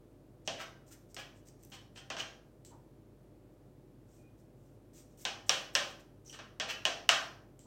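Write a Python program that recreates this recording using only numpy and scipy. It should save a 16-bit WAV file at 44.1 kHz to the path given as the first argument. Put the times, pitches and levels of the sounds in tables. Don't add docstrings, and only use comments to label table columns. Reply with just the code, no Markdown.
import sys
import numpy as np
from scipy import signal
from scipy.fft import rfft, irfft
from scipy.io import wavfile

SR = 44100
rng = np.random.default_rng(int(sys.argv[2]) if len(sys.argv) > 2 else 0)


def output_pcm(signal):
    pcm = np.clip(np.atleast_2d(signal).T, -1, 1) * 32767
    wavfile.write(sys.argv[1], SR, np.round(pcm).astype(np.int16))


N = 337806
TAPS = 8192
BINS = np.fft.rfftfreq(TAPS, 1 / SR)

# (hardest moment [s], length [s], level [dB], body zone [dB],
# wall resonance [Hz], spray of the trailing bristles [dB])
SCRAPES = [(0.615, 0.054, -35.5, 9.5, 2000, 0), (0.926, 0.026, -56, 12, 2100, 1),
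           (1.198, 0.032, -38.5, 6, 1900, 0), (1.742, 0.034, -39.5, 2, 3820, -5),
           (1.98, 0.03, -40, 3.5, 1880, -9), (2.204, 0.04, -28, 3, 6530, -4),
           (6.35, 0.036, -44.5, 10, 4000, -8), (6.709, 0.042, -27, 3.5, 2650, 2.5)]
DAB_RISE_SHARE, BRISTLE_SMACK_DB = 0.48, 3.5


def amp(db):
    return 10 ** (np.asarray(db) / 20)


def unit(x):
    return x / np.sqrt(np.mean(x ** 2) + 1e-20)


def read(points, hz):
    f, value = np.transpose(points)
    return np.interp(np.log(hz + 1), np.log(f + 1), value)


def add(mix, s, sound):
    part = mix[max(round(s * SR), 0):][:len(sound)]
    part += sound[:len(part)]


def bump(hz, width_hz):
    return 1 / (1 + (2 * (BINS - hz) / width_hz) ** 2)


def ring(db, delay_s=0):
    log_gain = np.log(amp(np.concatenate([db, db[-2:0:-1]])))
    causal = np.exp(np.conj(signal.hilbert(log_gain)))[:len(BINS)]
    delay_sum = np.cumsum(delay_s * np.ones(len(BINS)))
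    lag = np.exp(-2j * np.pi * delay_sum * SR / TAPS)
    return irfft(causal * lag)[:TAPS // 2]


def swell(top, length, rise_share):
    start = top - length * rise_share
    return start, top, start + length


def stroke(start, top, end, per_s, spread_db, depth_db):
    t = np.arange(start, end, 1 / SR)
    chance, size = rng.random((SR, 2))[:len(t)].T
    happens = chance < per_s / SR
    height = amp(-spread_db * np.log(np.maximum(size, .03)))
    clicks = happens * height * (-1) ** np.arange(len(t))
    pressure_db = np.interp(t, [start, top, end], [-depth_db, 0, -depth_db])
    return unit(clicks) * amp(pressure_db)


def tin_colour(boom_db, thud_db, body_db, tick_db, fizz_db):
    zones_hz = [280, 650, 1300, 3000, 5600, 11000]
    # (frequency [Hz], level [dB])
    broad = [(60, -30), (160, -14), (280, -9.5), (400, -11), (560, -5), (1000, -6.5), (1600, -4.5),
             (2100, -6.5), (2900, 1), (4200, -8), (5900, -5.5), (6900, -11), (8400, -14), (9600, -29.5),
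             (15500, -31.5)]
    # (frequency [Hz], width [Hz], level over the broad response [dB])
    tin_modes = [(661, 35, 3.5), (786, 31, 7), (900, 160, -3.5), (1043, 23, 6), (1110, 29, 1),
                 (1250, 12, 3.5), (1360, 130, -0.5), (1563, 31, 6), (1670, 57, 2.5), (1825, 31, 7),
                 (1960, 7.1, 6), (2050, 200, -1.5), (2280, 45, 3), (2250, 80, -0.5), (2560, 57, 4),
                 (2750, 60, 1), (2940, 7.2, -0.5), (2990, 41, 8), (3080, 41, 1), (3180, 41, 7),
                 (3344, 57, 6.5), (3680, 160, -4.5), (3755, 11, 12), (4220, 60, 5), (4340, 50, 2.5),
                 (4900, 170, -2.5), (5400, 90, -3)]
    modes = sum(db * bump(hz, width_hz) for hz, width_hz, db in tin_modes)
    zones = list(zip(zones_hz, [boom_db, thud_db, body_db, 0, tick_db, fizz_db]))
    return read(broad, BINS) + modes + read(zones, BINS)


def knocks(bend_s=0.0016, across_s=.00105, across=0.56):
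    # (time [s], force [dB], thud [dB], thud pitch [Hz], body [dB],
    # beamed ping [Hz], ping level [dB])
    blows = [ (0.4752, 3.5, 7, 643, -2.5, 6150, 11), (1.165, -5.5, 1.5, 580, 2, 2980, 1),
             (1.7199, -15.5, -7, 740, -2, 3300, 5), (1.9587, -16.5, -4, 680, -4, 5500, -9),
             (2.1013, -1.5, 4.5, 660, 5, 6400, 7), (2.1665, -6, 2, 610, 7.5, 3000, 2),
             (2.2024, -14, -7, 553, -6, 2950, 29), (5.2513, 5.5, 1, 830, 1.5, 3580, 11.5),
             (5.4934, 13.5, -2, 560, 0, 5600, 13.5), (5.7516, 12.5, -2, 574, 2, 5260, 15.5),
             (6.327, -13.5, 0, 636, -4.5, 5807, 15), (6.3892, -11.5, 3, 637, 10.5, 1700, 2),
             (6.5985, 5, 2, 654, 3, 1720, -3), (6.852, 10, 3, 680, 0.5, 3040, 12.5),
             (7.0906, 16.5, -2.5, 685, 7, 2850, 8)]
    boom_db, tick_db, fizz_db, direct_db = 1.5, 0.7, -5, -5.5
    boom_per_force, fizz_per_force, direct_per_force = -0.49, 0.26, .18
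    boom_per_thud, fizz_per_thud = .9, -0.21
    fizz_per_octave = 2.2
    thud_width_hz, thud_mode_db, ping_width_hz = 99, 7, 760
    out = np.zeros(N)
    delay_s = bend_s * np.sqrt(3000 / (BINS + 500))
    beam = read([(500, -5.5), (3000, -5), (8000, -1.5), (13000, 2)], BINS)
    for s, db, thud, thud_hz, body, ping_hz, ping_db in blows:
        boom = boom_db + boom_per_force * db + boom_per_thud * thud
        fizz = fizz_db + fizz_per_force * db + fizz_per_thud * thud
        fizz += fizz_per_octave * np.log2(ping_hz / 3000)
        colour = db + tin_colour(boom, thud, body, tick_db, fizz)
        colour += thud_mode_db * bump(thud_hz, thud_width_hz)
        facing = beam + direct_db + direct_per_force * db + ping_db * bump(ping_hz, ping_width_hz)
        direct = ring(colour + facing, delay_s - delay_s[-1] / 2)
        add(out, s, direct)
        add(out, s + across_s, across * direct)
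        add(out, s, kitchen(ring(colour)))
    return out


def scrapes(direct_db=-3):
    rise_share, wall_db, wall_width_hz = .75, 6.5, 380
    out = np.zeros(N)
    for s, length, db, body, wall_hz, _ in SCRAPES:
        start, top, end = swell(s, length, rise_share)
        slips = stroke(start, top, end, per_s=1300, spread_db=3.5, depth_db=12.5)
        colour = tin_colour(boom_db=-4.5, thud_db=0.5, body_db=body, tick_db=0.5, fizz_db=-6.5)
        colour += wall_db * bump(wall_hz, wall_width_hz)
        sound = amp(db) * signal.fftconvolve(slips, ring(colour))
        add(out, start, amp(direct_db) * sound)
        add(out, start, kitchen(sound))
    return out


def wet_colour(smack_db, spray_db):
    # (frequency [Hz], level [dB])
    wet = [(400, -35), (1200, -16.5), (2200, -12), (3200, -12), (4400, -9.5), (5600, -0.5), (6800, 0),
           (7700, 0.5), (8700, -0.5), (9500, -12.5), (14500, -5), (16000, -11)]
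    tilt = [(3200, smack_db), (5500, 0), (8500, 0.0038), (11000, spray_db)]
    return read(wet, BINS) + read(tilt, BINS)


def squelch(start, top, end, colour_db):
    bubble_width_hz = 2200
    sizes = np.array([bump(hz, bubble_width_hz) ** 3 for hz in np.linspace(1500, 15000, num=8)])
    sound = 0
    for share_db in 10 * np.log10(sizes / sizes.sum(0)):
        clicks = stroke(start, top, end, per_s=910, spread_db=0.5, depth_db=10.0)
        sound = sound + signal.fftconvolve(clicks, ring(colour_db + share_db))
    return start, sound


def snap(colour_db, decay_s=0.0017):
    burst = rng.standard_normal(TAPS) * np.exp(-np.arange(TAPS) / SR / decay_s)
    return signal.fftconvolve(burst / np.linalg.norm(burst), ring(colour_db))


def bristles(room_db=-2):
    # (hardest moment [s], length [s], level [dB], spray [dB])
    dabs = [(0.467, 0.035, -55, -17), (0.884, 0.04, -58.5, -3), (0.927, 0.035, -51, 1),
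            (1.11, 0.045, -63, -4), (1.375, 0.07, -66, -6), (1.48, 0.057, -58, -2), (1.64, 0.1, -64, -4),
            (4.15, 0.16, -66, -2), (4.4, 0.05, -69.5, 1), (4.66, 0.22, -75.5, 1), (4.98, 0.1, -54, -2),
            (5.12, 0.1, -71, -10), (5.216, 0.088, -52, 1), (5.493, 0.06, -51, -4), (5.752, 0.04, -52.5, 2),
            (5.914, 0.03, -59, -2), (6.004, 0.025, -59.5, -1.5), (6.3, 0.11, -54.5, -5)]
    # (time [s], level [dB], spray [dB])
    threads = [(1.145, -18, -7), (1.486, -30, -8), (1.629, -41, 6), (1.635, -29, -1), (1.65, -34, 10),
               (1.673, -43, 5), (1.701, -39, 10), (1.711, -41, 4)]
    trail_s, trail_db, trail_per_scrape = 0.056, -53, .3
    out = np.zeros(N)
    for s, length, db, spray in dabs:
        colour = db + wet_colour(BRISTLE_SMACK_DB, spray)
        add(out, *squelch(*swell(s, length, DAB_RISE_SHARE), colour))
    usual_db = np.mean([row[2] for row in SCRAPES])
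    for s, _, db, _, _, spray in SCRAPES:
        level_db = trail_db + trail_per_scrape * (db - usual_db)
        colour = level_db + wet_colour(BRISTLE_SMACK_DB, spray)
        add(out, *squelch(*swell(s, trail_s, DAB_RISE_SHARE), colour))
    for s, db, spray in threads:
        add(out, s, snap(db + wet_colour(0, spray)))
    return out + amp(room_db) * kitchen(out)[:N]


def chirp(length, hz, width_hz):
    tone = unit(irfft(rfft(rng.standard_normal(TAPS)) * bump(hz, width_hz)))[:round(length * SR)]
    return tone * signal.windows.tukey(len(tone), .5)


def dips(room_db=-3.0):
    # (time [s], level [dB])
    dip_ticks = [(2.649, -22.5), (7.592, -27.5)]
    # (frequency [Hz], width [Hz], level [dB])
    bowl_modes = [(3100, 500, 8), (4170, 500, 8), (7650, 900, 9)]
    bowl_db, smack_db, spray_db = -5, 2, -4
    stir_s, stir_rise_share, stir_db = 0.072, 0.16, -30.5
    plop_after_s, plop_s, plop_hz, plop_width_hz, plop_db = 0.053, 0.061, 950, 420, -41
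    out = np.zeros(N)
    modes = sum(db * bump(hz, width_hz) for hz, width_hz, db in bowl_modes)
    glass = bowl_db + wet_colour(smack_db, spray_db) + modes
    for s, db in dip_ticks:
        add(out, s, snap(db + glass))
        add(out, *squelch(s, s + stir_rise_share * stir_s, s + stir_s, db + stir_db + glass))
        add(out, s + plop_after_s, amp(db + plop_db) * chirp(plop_s, plop_hz, plop_width_hz))
    return out + amp(room_db) * kitchen(out)[:N]


def squeaks(room_db=-2):
    # (time [s], length [s], frequency [Hz], width [Hz], level [dB])
    notes = [(4.163, 0.14, 2454, 50, -78), (6.255, 0.04, 5990, 800, -59.5), (6.294, 0.0094, 5870, 700, -53),
             (6.295, 0.014, 3020, 300, -54.5), (6.328, 0.012, 8200, 600, -62)]
    out = np.zeros(N)
    for s, length, hz, width_hz, db in notes:
        add(out, s, amp(db) * chirp(length, hz, width_hz))
    return out + amp(room_db) * kitchen(out)[:N]


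def kitchen(x, first_s=0.0019, early_db=2.5, early_s=0.0097):
    # (frequency [Hz], level [dB])
    wall_loss = [(5000, -0.5), (8500, -3), (11000, -2.5), (15000, -6.5)]
    # (frequency [Hz], t60 [s])
    room_t60 = [(200, 0.94), (600, 0.62), (1400, 0.48), (3000, 0.39), (5500, 0.43), (8000, 0.34),
                (14000, 0.59)]
    t = np.arange(SR * 3 // 4) / SR
    hz, when, z = signal.stft(rng.choice([-1., 1.], len(t)), SR, nperseg=256)
    fade_db = read(wall_loss, hz)[:, None] - 60 * when / read(room_t60, hz)[:, None]
    tail = signal.istft(z * amp(fade_db), SR)[1][:len(t)]
    tail *= (t > first_s) * amp(early_db * np.exp(-t / early_s))
    return signal.fftconvolve(x, tail / np.sqrt(SR * .45 / np.log(10 ** 6)))


def appliance(waver=0.39):
    # (frequency [Hz], relative density [dB])
    floor = [(25, -28), (42, -23), (62, -7.5), (80, -18), (100, -1), (135, -2), (162, -8), (200, -7),
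             (335, -4), (450, -11.5), (620, -16.5), (1000, -25.5), (2200, -35.5), (5000, -41),
             (15500, -43.5)]
    # (frequency [Hz], level [dB])
    hum = [(48.6, -68), (100, -72), (134.6, -68), (500.6, -78.5), (597.5, -76.5)]
    floor_db = -60
    t = np.arange(N) / SR
    shape = amp(read(floor, np.fft.rfftfreq(N, 1 / SR)))
    rumble = unit(irfft(rfft(rng.standard_normal(N)) * shape, N))
    out = amp(floor_db) * rumble
    for hz, db in hum:
        drift = unit(sum(np.sin(2 * np.pi * (f * t + rng.random())) / f
                         for f in np.geomspace(.3, 5, num=12)))
        phase = 2 * np.pi * hz * t + waver * (hz / 100) * drift
        out += amp(db) * np.sqrt(2) * np.sin(phase)
    return out


def scene():
    return (knocks() + scrapes() + bristles() + dips() + squeaks() + appliance())[None]


def record(dry):
    edge_hz = 16100
    lowpass = signal.firwin(511, edge_hz, window=("kaiser", 9), fs=SR)
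    return signal.oaconvolve(dry, lowpass[None], "same")


dry = scene()
out = record(dry)
output_pcm(out)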